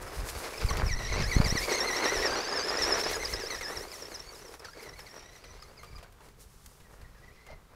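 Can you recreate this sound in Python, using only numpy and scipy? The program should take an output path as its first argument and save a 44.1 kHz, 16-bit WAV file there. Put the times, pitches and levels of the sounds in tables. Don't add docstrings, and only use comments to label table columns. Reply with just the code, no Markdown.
import sys
import numpy as np
from scipy import signal
from scipy.fft import rfft, irfft, next_fast_len
from scipy.io import wavfile
from scipy.ndimage import uniform_filter1d

SR = 44100
rng = np.random.default_rng(int(sys.argv[2]) if len(sys.argv) > 2 else 0)


def volts(x):
    e = np.asarray(x, float) / 20
    return 10 ** e


def inscribe(sig):
    pcm = np.round(np.clip(np.atleast_2d(sig).T, -1, 1) * 32767)
    wavfile.write(sys.argv[1], SR, pcm.astype(np.int16))


N = 342171
T = np.arange(N) / SR

# mode_hz, width_hz, level_db
TUB_MODES = [(413, 211, -2), (700, 340, -1), (1006, 620, -3), (1900, 1340, -12.5)]


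def unit(x):
    return x / np.sqrt(np.mean(x ** 2))


def along(points, hz):
    f, db = np.transpose(points)
    return np.interp(np.log(hz), np.log(f), db)


def colour(x, points):
    size = next_fast_len(N)
    hz = np.arange(size // 2 + 1) * SR / size + 1
    return irfft(rfft(x, size) * volts(along(points, hz)), size)[:N]


def ring(x, modes):
    out = 0
    for k, (hz, wide, db) in enumerate(modes):
        b, a = signal.iirpeak(hz, hz / wide, SR)
        out = out + (-1) ** k * volts(db) * signal.lfilter(b, a, x)
    return out


def band(x, lo_hz, hi_hz):
    sos = signal.butter(4, (lo_hz, hi_hz), "bandpass", fs=SR, output="sos")
    return x / np.std(signal.sosfilt(sos, x))


def walk(rate):
    k = int(SR / rate)
    held = np.repeat(rng.standard_normal(N // k + 1), k)
    return unit(uniform_filter1d(uniform_filter1d(held, k), k)[:N])


def grains(rate, spread_db):
    hit = rng.random(N) < rate / SR
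    sign, size = rng.standard_normal(N), rng.exponential(size=N)
    return unit(hit * sign * volts(spread_db * np.minimum(size, 4)))


def lulls():
    # from_s, to_s, effort_db
    lull_list = [(0, .07, -15), (.21, .345, -9), (.37, .41, -10), (.46, .5, -10), (.815, .848, -15),
                 (1.392, 1.409, -10), (1.426, 1.442, -12), (1.594, 1.604, -8), (1.655, 1.692, -14),
                 (3.018, 3.032, -12), (3.176, 3.194, -12), (3.595, 3.608, -10), (4.908, 4.924, -12),
                 (4.555, 4.59, -12), (4.606, 4.643, -15), (4.946, 4.958, -12), (5.03, 5.055, -8),
                 (5.645, 5.765, -6), (6.09, 6.8, -16), (6.8, 7.22, -11), (7.31, 7.37, -2), (7.57, 7.8, -20)]
    effort_db = sum(db * ((T > a) & (T < b)) for a, b, db in lull_list)
    return uniform_filter1d(effort_db, int(0.006 * SR))


def ruts():
    # centre_s, shake_db (tub and gears), extra_spray_db, width_ms
    rut_list = [(.025, 2, 11, 7.9), (.275, 2.5, 4.5, 17), (.3, -9, 6, 5.5), (.39, 4, 6, 17),
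                (.825, 2.5, 0, 44), (0.461, 7, 2.5, 22), (.62, 7.5, -0.5, 20.4), (0.709, 0, -1, 3.9),
                (.95, -4, -5, 26), (1.21, 4.5, -19, 51), (1.27, -6, 11, 27.5), (1.63, 0.5, 7, 60),
                (1.711, 4.5, 3, 26.6), (3.0, 4.5, 7, 21), (3.07, 2.5, -17, 18), (3.111, 2.5, 9, 15.8),
                (3.312, 0.5, 8, 18.6), (4.581, -8, -4, 20.5), (4.651, 0.5, -4, 27.5),
                (4.73, -6.5, -3, 18.7), (5.0, 0.5, 0, 59), (5.251, 0.5, -11, 55), (5.97, 3, 4, 53),
                (6.091, -4, -6, 65), (6.27, 4.5, 2, 44), (6.36, -8, -10, 25), (6.411, 4, 11.5, 20),
                (6.649, -5.5, 11, 190), (7.301, 4, 9.5, 280), (7.511, 9.5, -12, 20), (7.641, -5, 2, 51),
                (7.76, 7.5, -2, 42)]
    out = np.zeros((2, N))
    for s, shake_db, spray_db, ms in rut_list:
        out += np.array([[shake_db], [spray_db]]) * np.exp(-.5 * ((T - s) / (ms / 1000)) ** 2)
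    return out


def pairs(a, b):
    return np.stack([a, b], axis=1).ravel()


def drivetrain():
    # start_s, tooth_rate_before_hz, braking_ms,
    # tooth_rate_after_hz, grip_db
    approach = [(0.073, 2760, 18, 2520, -1), (0.12, 2600, 34, 2480, -6), (0.148, 2560, 21, 2400, 0),
                (0.186, 2650, 25, 2500, -2.5), (0.35, 2500, 11, 2230, -1), (0.43, 2300, 28, 2100, -0.5),
                (0.503, 2650, 14.2, 2500, -10), (0.533, 2780, 13, 2215, 8.5), (0.575, 2750, 15, 2460, 9),
                (0.611, 2600, 13.4, 2240, 8), (0.657, 2700, 15.3, 2398, 6), (0.686, 2400, 24, 1900, 10),
                (0.725, 1930, 7.6, 1878, 2), (0.755, 2180, 7.4, 2137, -14), (0.79, 2420, 20, 2200, 0.5)]
    on_bank = [(0.855, 2907, 82, 1827, 2.5), (0.962, 2130, 10, 1926, 0), (0.987, 2130, 13.7, 1876, 1),
               (1.02, 2040.0, 9.6, 1830.0, -5.5), (1.047, 1998, 20, 1822, -3), (1.09, 2186, 15, 2000, 0.5),
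               (1.123, 2200, 16, 1900.0, 2), (1.193, 2360, 51.5, 1668, -4), (1.31, 2350, 30.7, 1850, 1.5),
               (1.377, 2233, 11.6, 2063, -4), (1.412, 2500.0, 8.3, 2220, 1.5), (1.442, 2500, 52.4, 1696, 0),
               (1.546, 2270, 5.9, 2250, -6), (1.558, 2242, 41, 1665, 1.5), (1.608, 2013, 4.2, 1993, -27),
               (1.652, 2370, 10.3, 2254, -4), (1.71, 2200, 24.2, 1850, 0.5), (1.746, 2202, 21, 2103, 1),
               (1.782, 2233, 34, 1804, 3), (1.879, 2162, 43, 1896, 1), (1.956, 2120, 13.2, 1816, -1),
               (2.041, 2170, 26, 1800, 5), (2.129, 2068, 64, 1728, 3), (2.25, 1935, 54, 1480, 2)]
    circling = [(2.351, 1620, 11.3, 1400, -7), (2.398, 1470, 3.5, 1460, -11), (2.435, 1710, 8.2, 1530, -14),
                (2.468, 1530, 4, 1520, -13), (2.49, 1750, 44, 1630, 1), (2.559, 1830, 50, 1510, 2.5),
                (2.681, 1810.0, 14.0, 1660, -2.5), (2.736, 1920.0, 34, 1670, -6.0),
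                (2.806, 2030, 40, 1680, 1.5), (2.862, 1872, 4.4, 1847, 1), (2.892, 1920, 45, 1770, 0),
                (2.953, 1937, 37, 1650, -1), (3.014, 1795, 4, 1787, -5), (3.035, 2160.0, 13.1, 1656, 3),
                (3.063, 1780.0, 8.0, 1697, -6), (3.127, 2250, 21, 1660, 4.5), (3.165, 1703, 10.9, 1609, -6),
                (3.201, 2097, 8, 2020, 5), (3.223, 2105, 20.3, 1963, 6), (3.249, 1900, 12.2, 1510, 5.5),
                (3.292, 2160, 8.3, 2053, -4), (3.325, 2340.0, 19.7, 1614, 5), (3.39, 2070, 50, 1572, -0.5),
                (3.504, 2226, 18.4, 1986, 5), (3.545, 1996, 18.2, 1595, 3.5), (3.576, 1980, 14, 1800, 1),
                (3.611, 2200, 47, 1690, 1.5), (3.68, 1910.0, 7.5, 1690.0, 3),
                (3.702, 1850.0, 8.0, 1772, -1), (3.754, 2270.0, 32, 1670.0, 4.5),
                (3.88, 2410.0, 8.6, 2334, 13)]
    rutted = [(3.915, 2630, 32, 1948, 12), (3.947, 1945, 16, 1766, 6.5), (3.98, 2250, 31, 1944, 1),
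              (4.022, 1940, 14.6, 1730, 11), (4.05, 1853, 12.4, 1760, 6), (4.112, 2400, 12, 2150, 12),
              (4.14, 2100, 25, 1680, 13), (4.192, 2127, 16, 1776, 10), (4.262, 2280, 9.3, 2196, 8),
              (4.288, 2380, 34, 2194, 7), (4.325, 2047, 18, 1913, 5), (4.345, 2030, 19.5, 1600, 10.5),
              (4.39, 1770, 7.1, 1725, 7), (4.413, 2084, 19, 1900, 0), (4.448, 2100, 21, 1812, 5),
              (4.48, 1824, 13.7, 1538, 7), (4.522, 1876, 8.2, 1804, 6), (4.538, 2130, 19, 1820, 10.5),
              (4.594, 2810, 10, 2500, 8.5), (4.645, 1866, 14.5, 1465, 12), (4.682, 1482, 18, 1391, 1),
              (4.732, 1680, 4.4, 1640, 15.5), (4.744, 2257, 19.3, 2190, -2), (4.772, 2430, 28, 2050, 5.5),
              (4.823, 2823, 20, 2010, 6)]
    leaving = [(4.86, 2166, 12.0, 1956, 8), (4.889, 2032, 9.7, 1756, 9), (4.978, 2300, 34, 1702, 6.5),
               (5.051, 1925, 11.6, 1862, -4), (5.082, 1954, 20.0, 1784, 1), (5.14, 1983, 6.6, 1878, 9),
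               (5.163, 2070, 7.3, 1870, 5), (5.192, 1990, 11, 1850, 4), (5.223, 1966, 8.6, 1803, 8),
               (5.256, 1943, 9.8, 1880, 11.5), (5.286, 2084, 12.0, 1900.0, 9),
               (5.309, 1960, 8.37, 1900, -6), (5.352, 2190, 18.4, 1865, 4), (5.437, 2535, 17, 1940, 9),
               (5.49, 2020, 17, 2000, 2), (5.534, 2125, 18, 1960, -5), (5.622, 2620, 18.3, 2080, 7),
               (5.773, 2610, 33, 2060, 9), (5.872, 2488, 22, 2230, 6), (5.913, 2520, 22, 2253, 4),
               (5.955, 2560, 21, 2400, 10), (6.004, 2600, 11.6, 2500, 4), (6.034, 2600, 10.5, 2260, 0),
               (4.927, 1994, 17, 2010, 5), (4.96, 2320, 11.4, 2300, 1), (5.064, 2394, 15.3, 1928, 10),
             (6.831, 2100, 42, 1847, 2), (6.93, 1900, 13, 1822, 11), (6.998, 1900, 11.3, 1827, 13),
             (7.045, 2013, 20.3, 1850, 9), (7.15, 1900, 49, 1600, 8), (7.233, 2007, 20.5, 1914, -3),
             (7.28, 2000, 19.5, 1860, 4), (7.356, 2770, 11.6, 2000, -1), (7.409, 2040, 8.9, 1980, 2),
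             (7.47, 2150, 23, 2010, -1), (7.51, 2234, 31, 2030, -4)]
    # from_s, level_db, float_loss_db, run_up_lag (a power)
    racing = [
        (0, -8, 10, 1.3),
        (.7, -3, 8, 1.1),
        (1.5, 1, 2, .85),
        (3.0, 0, 10, 1.4),
        (3.9, 0, 5, 1.1),
        (4.85, -1, 8, 1.4),
        (5.8, -5, 8, 1.1),
    ]
    slack_db_per_octave = -5.5
    s, fast, ms, slow, grip_db = np.transpose(sorted(approach + on_bank + circling + rutted + leaving))
    since, *rules = np.transpose(racing)
    racing_db, float_db, lag = np.array(rules)[:, np.searchsorted(since, s) - 1]

    turns = np.maximum.accumulate(pairs(s, s + ms / 1000))
    turn_hz = pairs(fast, slow)
    run_up_octaves = np.log2(np.roll(fast, -1) / slow)
    free_db = racing_db + 0.09 * grip_db + slack_db_per_octave * run_up_octaves
    turn_db = pairs(grip_db, free_db)

    place = np.interp(T, turns, np.arange(len(turns)))
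    stage = place.astype(int)
    slowing, gone = stage % 2 == 0, place - stage
    braking = 1 - (1 - gone) ** 1.3
    run_up = gone ** lag[stage // 2] * (1.5 - .5 * gone)
    bent = np.where(slowing, braking, run_up)
    hz = uniform_filter1d(np.interp(stage + bent, np.arange(len(turns)), turn_hz), int(.004 * SR))
    floating_db = -float_db[stage // 2] * np.where(slowing, 0, gone ** 2 - .3)
    load_db = uniform_filter1d(turn_db[stage] + floating_db, int(0.005 * SR))
    jolt = np.tanh(np.maximum(-np.gradient(np.log(hz)) * SR, 0) / 16)
    return hz, load_db, jolt


def whine(hz, load_db, first_db):
    # mode_hz, level_db
    case = [(1300, -22), (1750, -4.5), (2200, -4), (2600, -12.5), (3200, -28.5), (4000, -8.5), (4600, -4.5),
            (5250, -1), (5750, -2.5), (6300, -12), (6900, -19), (8000, -21.5), (9300, -30.5),
            (10600, -24.5), (13500, -42)]
    pinion_teeth, whine_db = 20, -4
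    shudder = np.where(T < 3.0, .006, .011)
    hz = hz * (1 + shudder * walk(55) + .007 * walk(90) + .012 * walk(300))
    phase = 2 * np.pi * np.cumsum(hz) / SR
    contact_db = 1.8 * walk(70)
    out = 0
    for k in range(1, 7):
        runout = 1 + .3 * np.cos(phase / pinion_teeth + 2 * np.pi * rng.random())
        flicker_db = 2.3 * walk(170) + 1.2 * walk(40) + (2 + .6 * k) * walk(500)
        low_order_db = first_db * max(1 - 0.66 * (k - 1), 0)
        db = along(case, k * hz) + contact_db + flicker_db + low_order_db
        out = out + volts(db) * runout * np.sin(k * phase) * (k * hz < .4 * SR)
    return out * volts(load_db + whine_db)


def bank(x):
    # delay_ms, level_db
    echoes = [
        (3.1, -13),
        (9.7, -15),
    ]
    return x + sum(volts(db) * np.roll(x, int(ms * SR / 1000)) for ms, db in echoes)


def chassis(hz):
    shaft_ratio = 26
    turn = 1 + 0.097 * np.cos(2 * np.pi * np.cumsum(hz) / SR / shaft_ratio)
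    hits = grains(1500, 1.9) * turn * volts(3.2 * walk(16))
    hits = hits + 0.5 * rng.standard_normal(N)
    return band(ring(ring(hits, TUB_MODES), [(645, 17000, 0)]), 207, 3100)


def lumps():
    thumps = grains(260, 3.5) * volts(4 * walk(11))
    return unit(ring(ring(thumps, [(412, 140, 0)]), [(452, 280, 0)]))


def grind():
    # mode_hz, width_hz, level_db
    grit_modes = [(2100, 560, 12), (3160, 3010, 8), (4130, 1050, 11.5), (5560, 1100, 2), (8530, 3380, -18),
                  (10200, 1100, -15.5)]
    grit = grains(9000, 2.8) * volts(1.45 * walk(24.55))
    return band(ring(grit, grit_modes), 2744, 3760)


def spray():
    # freq_hz, level_db (per Hz)
    spray_tone = [(600, -19), (2000, -9), (5000, 0), (8000, 0), (11000, -1), (15500, -9)]
    sand = grains(16000, 1.6)
    handfuls = sand * volts(2.2 * walk(22))
    return band(colour(handfuls, spray_tone), 7300, 14600)


def gusts():
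    # start_s, peak_db, hold_s
    gust_list = [(0, -46, 0.089), (0.19, -33, .005), (0.368, -41, 0.0052), (0.647, -28.5, 0.0034),
                 (0.702, -31.5, 0.14), (0.833, -28.5, 0.027), (0.93, -30, 0.09), (1.007, -29, 0.16),
                 (1.195, -21.5, 0.041), (1.243, -27.5, 0.072), (1.372, -19, 0.0063), (1.4, -27.5, 0.12),
                 (1.606, -36.5, 0.035), (1.739, -48, 0.2), (2.165, -42, 0.026), (2.222, -49.5, 0.13),
                 (2.83, -40, 0.027), (2.918, -48, 0.68), (3.329, -40, 0.0099), (3.768, -44, 0.011),
                 (5.918, -47, 0.049), (6.67, -51, 0.02), (6.814, -50, 0.038), (7.033, -43, 0.028),
                 (7.206, -55, 0.086), (7.527, -45, 0.031)]
    breeze_db, rise_db_s, fall_db_s = -53.5, 305, 215
    swells = []
    for s, db, hold in gust_list:
        away_db = rise_db_s * np.maximum(s - T, 0) + fall_db_s * np.maximum(T - s - hold, 0)
        swells.append(volts(db - away_db))
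    return volts(breeze_db) + np.max(swells, axis=0)


def wind():
    # freq_hz, level_db (per Hz)
    buffet = [(15, -11.5), (28, -4.5), (42, -1.5), (70, -6.5), (130, -16), (250, -26), (600, -76)]
    # centre_s, peak_db, width_ms (negative = suction)
    slap_list = [(0.651, -13.5, -5), (0.713, -25, 3), (0.912, -20, 4), (0.939, -19, 11), (1.237, -23, 10),
                 (0.85, -19, 4), (0.871, -30, 2), (1.203, -18.5, 2), (1.3669, -10, 1.5), (1.384, -22, 8),
                 (1.403, -7.5, 2), (1.466, -19.5, 2), (1.526, -16, 2), (1.554, -17, 1)]
    rumble = colour(rng.standard_normal(N), buffet) * volts(2.2 * walk(13))
    rumble = band(rumble, 24, 160)
    slaps = 0
    for s, db, ms in slap_list:
        slaps = slaps + np.sign(ms) * volts(db) * np.exp(-.5 * ((T - s) / (ms / 2000)) ** 2)
    slaps = signal.sosfilt(signal.butter(1, 14, "highpass", fs=SR, output="sos"), slaps)
    return rumble * gusts() * volts(-4.0) + slaps


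def woods():
    # freq_hz, level_db (per Hz)
    hush_tone = [(71, -58), (120, 13), (288, -1), (469, -33), (733, -4), (1220, -3), (1990, -9.5),
                 (15500, -19.5)]
    return unit(colour(rng.standard_normal(N), hush_tone)) * volts(-63)


def trees(buggy, near_db):
    tail = np.arange(int(.3 * SR)) / SR
    scatter = unit(rng.standard_normal(len(tail)) * np.exp(-tail / .05) * (tail > .012))
    back = signal.fftconvolve(buggy * volts(-.15 * (near_db + 44)), scatter)[:N]
    return volts(-57.0) * ring(back, [(2500, 5000, 0)])


def ticks():
    # start_s, peak_db (high part), low_part_db
    tick_list = [(0.287, -45.5, 9), (0.2957, -49, 0), (0.7035, -41.5, 5.5), (0.769, -34.5, -3),
                 (3.112, -29, -20), (3.61, -44.5, 5.5), (4.149, -54, -24), (4.5393, -50.5, 3.5),
                 (4.5938, -42, -20), (4.6469, -48.5, 1.5), (4.8291, -41, -18), (4.9901, -48, 3.5),
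                 (5.17, -54, -4), (5.2572, -59, -15), (5.44, -53, 2.5), (5.623, -46, -15), (5.8311, -49, 0),
                 (5.843, -54, 2), (5.863, -65, 5), (5.9825, -53.5, 2.5), (6.028, -56.5, 5.5),
                 (6.038, -59, 0), (6.123, -49, -29), (6.206, -63.5, 6.5), (6.255, -58, -10),
                 (6.2854, -50.5, -10), (6.3006, -66, -10), (6.4383, -50, -24), (6.6601, -35.5, -38),
                 (6.802, -55.5, -0.5), (7.014, -56.5, 2), (7.4647, -51, -2)]
    high, low, tail = np.zeros(N), np.zeros(N), np.arange(2048) / SR
    snap = np.exp(-tail / .005) * np.minimum(tail / .0013, 1)
    thump = np.exp(-tail / 0.013)
    cracks = rng.standard_normal((len(tick_list), len(tail)))
    for (s, db, low_db), crack in zip(tick_list, cracks):
        i = int(s * SR)
        high[i:i + len(tail)] += volts(db - 6) * crack * snap
        low[i:i + len(tail)] += volts(db + low_db + 13.0) * crack * thump
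    high = ring(ring(high, [(5140, 20500, 1.0)]), [(4700, 10600, 1.0)])
    return high + ring(low, [(1520, 1730, -3.0), (480, 34, 8.5)])


def panel():
    # start_s, level_db, pitch_hz
    panel_hits = [(0.709, -26.5, 1120), (4.331, -46, 1195), (4.651, -51, 1285), (4.685, -41, 1376),
                  (5.625, -43.5, 1247), (5.833, -48, 1213), (5.862, -50, 516), (6.027, -48, 681),
                  (6.205, -49, 895), (5.951, -50, 1217), (5.98, -47, 1196), (6.045, -50, 1487),
                  (7.489, -47, 773), (7.502, -43, 610), (7.513, -48, 905), (7.527, -44, 640)]
    decay_s = 0.0081
    rattle = volts(2.5 * walk(250))
    out = 0
    for s, db, hz in panel_hits:
        after = np.maximum(T - s, 0)
        out = out + volts(db) * np.exp(-after / decay_s) * np.sin(2 * np.pi * hz * after)
    return rattle * out


def knocks():
    # start_s, peak_db
    strikes = [(1.643, -45), (1.678, -20), (1.743, -45), (1.803, -24), (1.905, -20), (1.93, -28),
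               (2.018, -29), (2.059, -17.5), (2.12, -15), (2.165, -20), (2.196, -25), (2.247, -20),
               (2.323, -18.5), (2.351, -18), (2.487, -21.5), (2.521, -19), (2.677, -26), (2.781, -27),
               (2.878, -19.5), (3.06, -16.5), (3.161, -22), (3.389, -30)]
    out, tail = np.zeros(N), np.arange(1024) / SR
    rattles = rng.standard_normal((len(strikes), len(tail)))
    for (s, db), rattle in zip(strikes, rattles):
        i = int(s * SR)
        out[i:i + len(tail)] += volts(db + 7.5) * rattle * np.exp(-tail / 0.013)
    return ring(ring(out, TUB_MODES), [(640, 2400, 0)])


def scene():
    # time_s, nearness_db, motor_effort_db, loose_ground_db,
    # first_db (low tooth orders against the high ones)
    drive = [(0, -43, -4.5, -8.5, -10), (0.348, -43, 2, 1.5, 4), (.6, -41.5, -0.5, -2.5, 0),
             (1.0, -40, 5.5, -8.5, 1), (1.25, -38.5, 9.5, -9, 1), (1.351, -39.5, 12, -4.5, 1),
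             (1.747, -35, 8, -7.5, -1), (2.3, -32, 0, -13, 3.5), (2.499, -36.5, 2, -27, 2),
             (2.85, -33.5, 8.5, -14, -5.5), (3.3, -40, 5, -6, -0.5), (3.701, -44.5, 6, 0.5, 4),
             (4.0, -47, 0.5, -1, -11), (4.52, -50.5, -2, -3, -14), (4.648, -49, -5, -4.5, 4),
             (5.55, -55, 2.5, -5.5, -5), (6.1, -58, -8.5, -6, 7.5), (7.76, -64, -6, -15.5, 24.5)]
    s, *columns = np.transpose(drive)
    near_db, effort_db, loose_db, first_db = (np.interp(T, s, c) for c in columns)
    effort_db = effort_db + lulls()
    shake_db, thrown_db = ruts()
    hz, load_db, jolt = drivetrain()
    thrown_db = thrown_db + 1.5 * jolt
    buggy = bank(whine(hz, load_db + effort_db + 0.033 * shake_db, first_db))
    buggy = buggy + volts(shake_db - 2.5 + 4.3 * jolt) * chassis(hz)
    buggy = buggy + volts(-8.5 + 0.75 * shake_db - 8.5 * (T < 1.6)) * lumps()
    buggy = buggy + volts(-17 + 0.32 * effort_db + 1.23 * shake_db + 2.7 * jolt) * grind()
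    buggy = buggy + volts(loose_db + thrown_db - 9.5) * spray()
    buggy = volts(near_db) * buggy + ticks() + panel()
    return (buggy + trees(buggy, near_db) + woods() + wind() + knocks())[None]


def low_pass(x):
    return signal.sosfilt(signal.butter(12, 15710, fs=SR, output="sos"), x)


def record(dry):
    cut = signal.sosfilt(signal.ellip(10, .2, 80, 15660, fs=SR, output="sos"), dry)
    return low_pass(cut)


dry = scene()
out = record(dry)
inscribe(out)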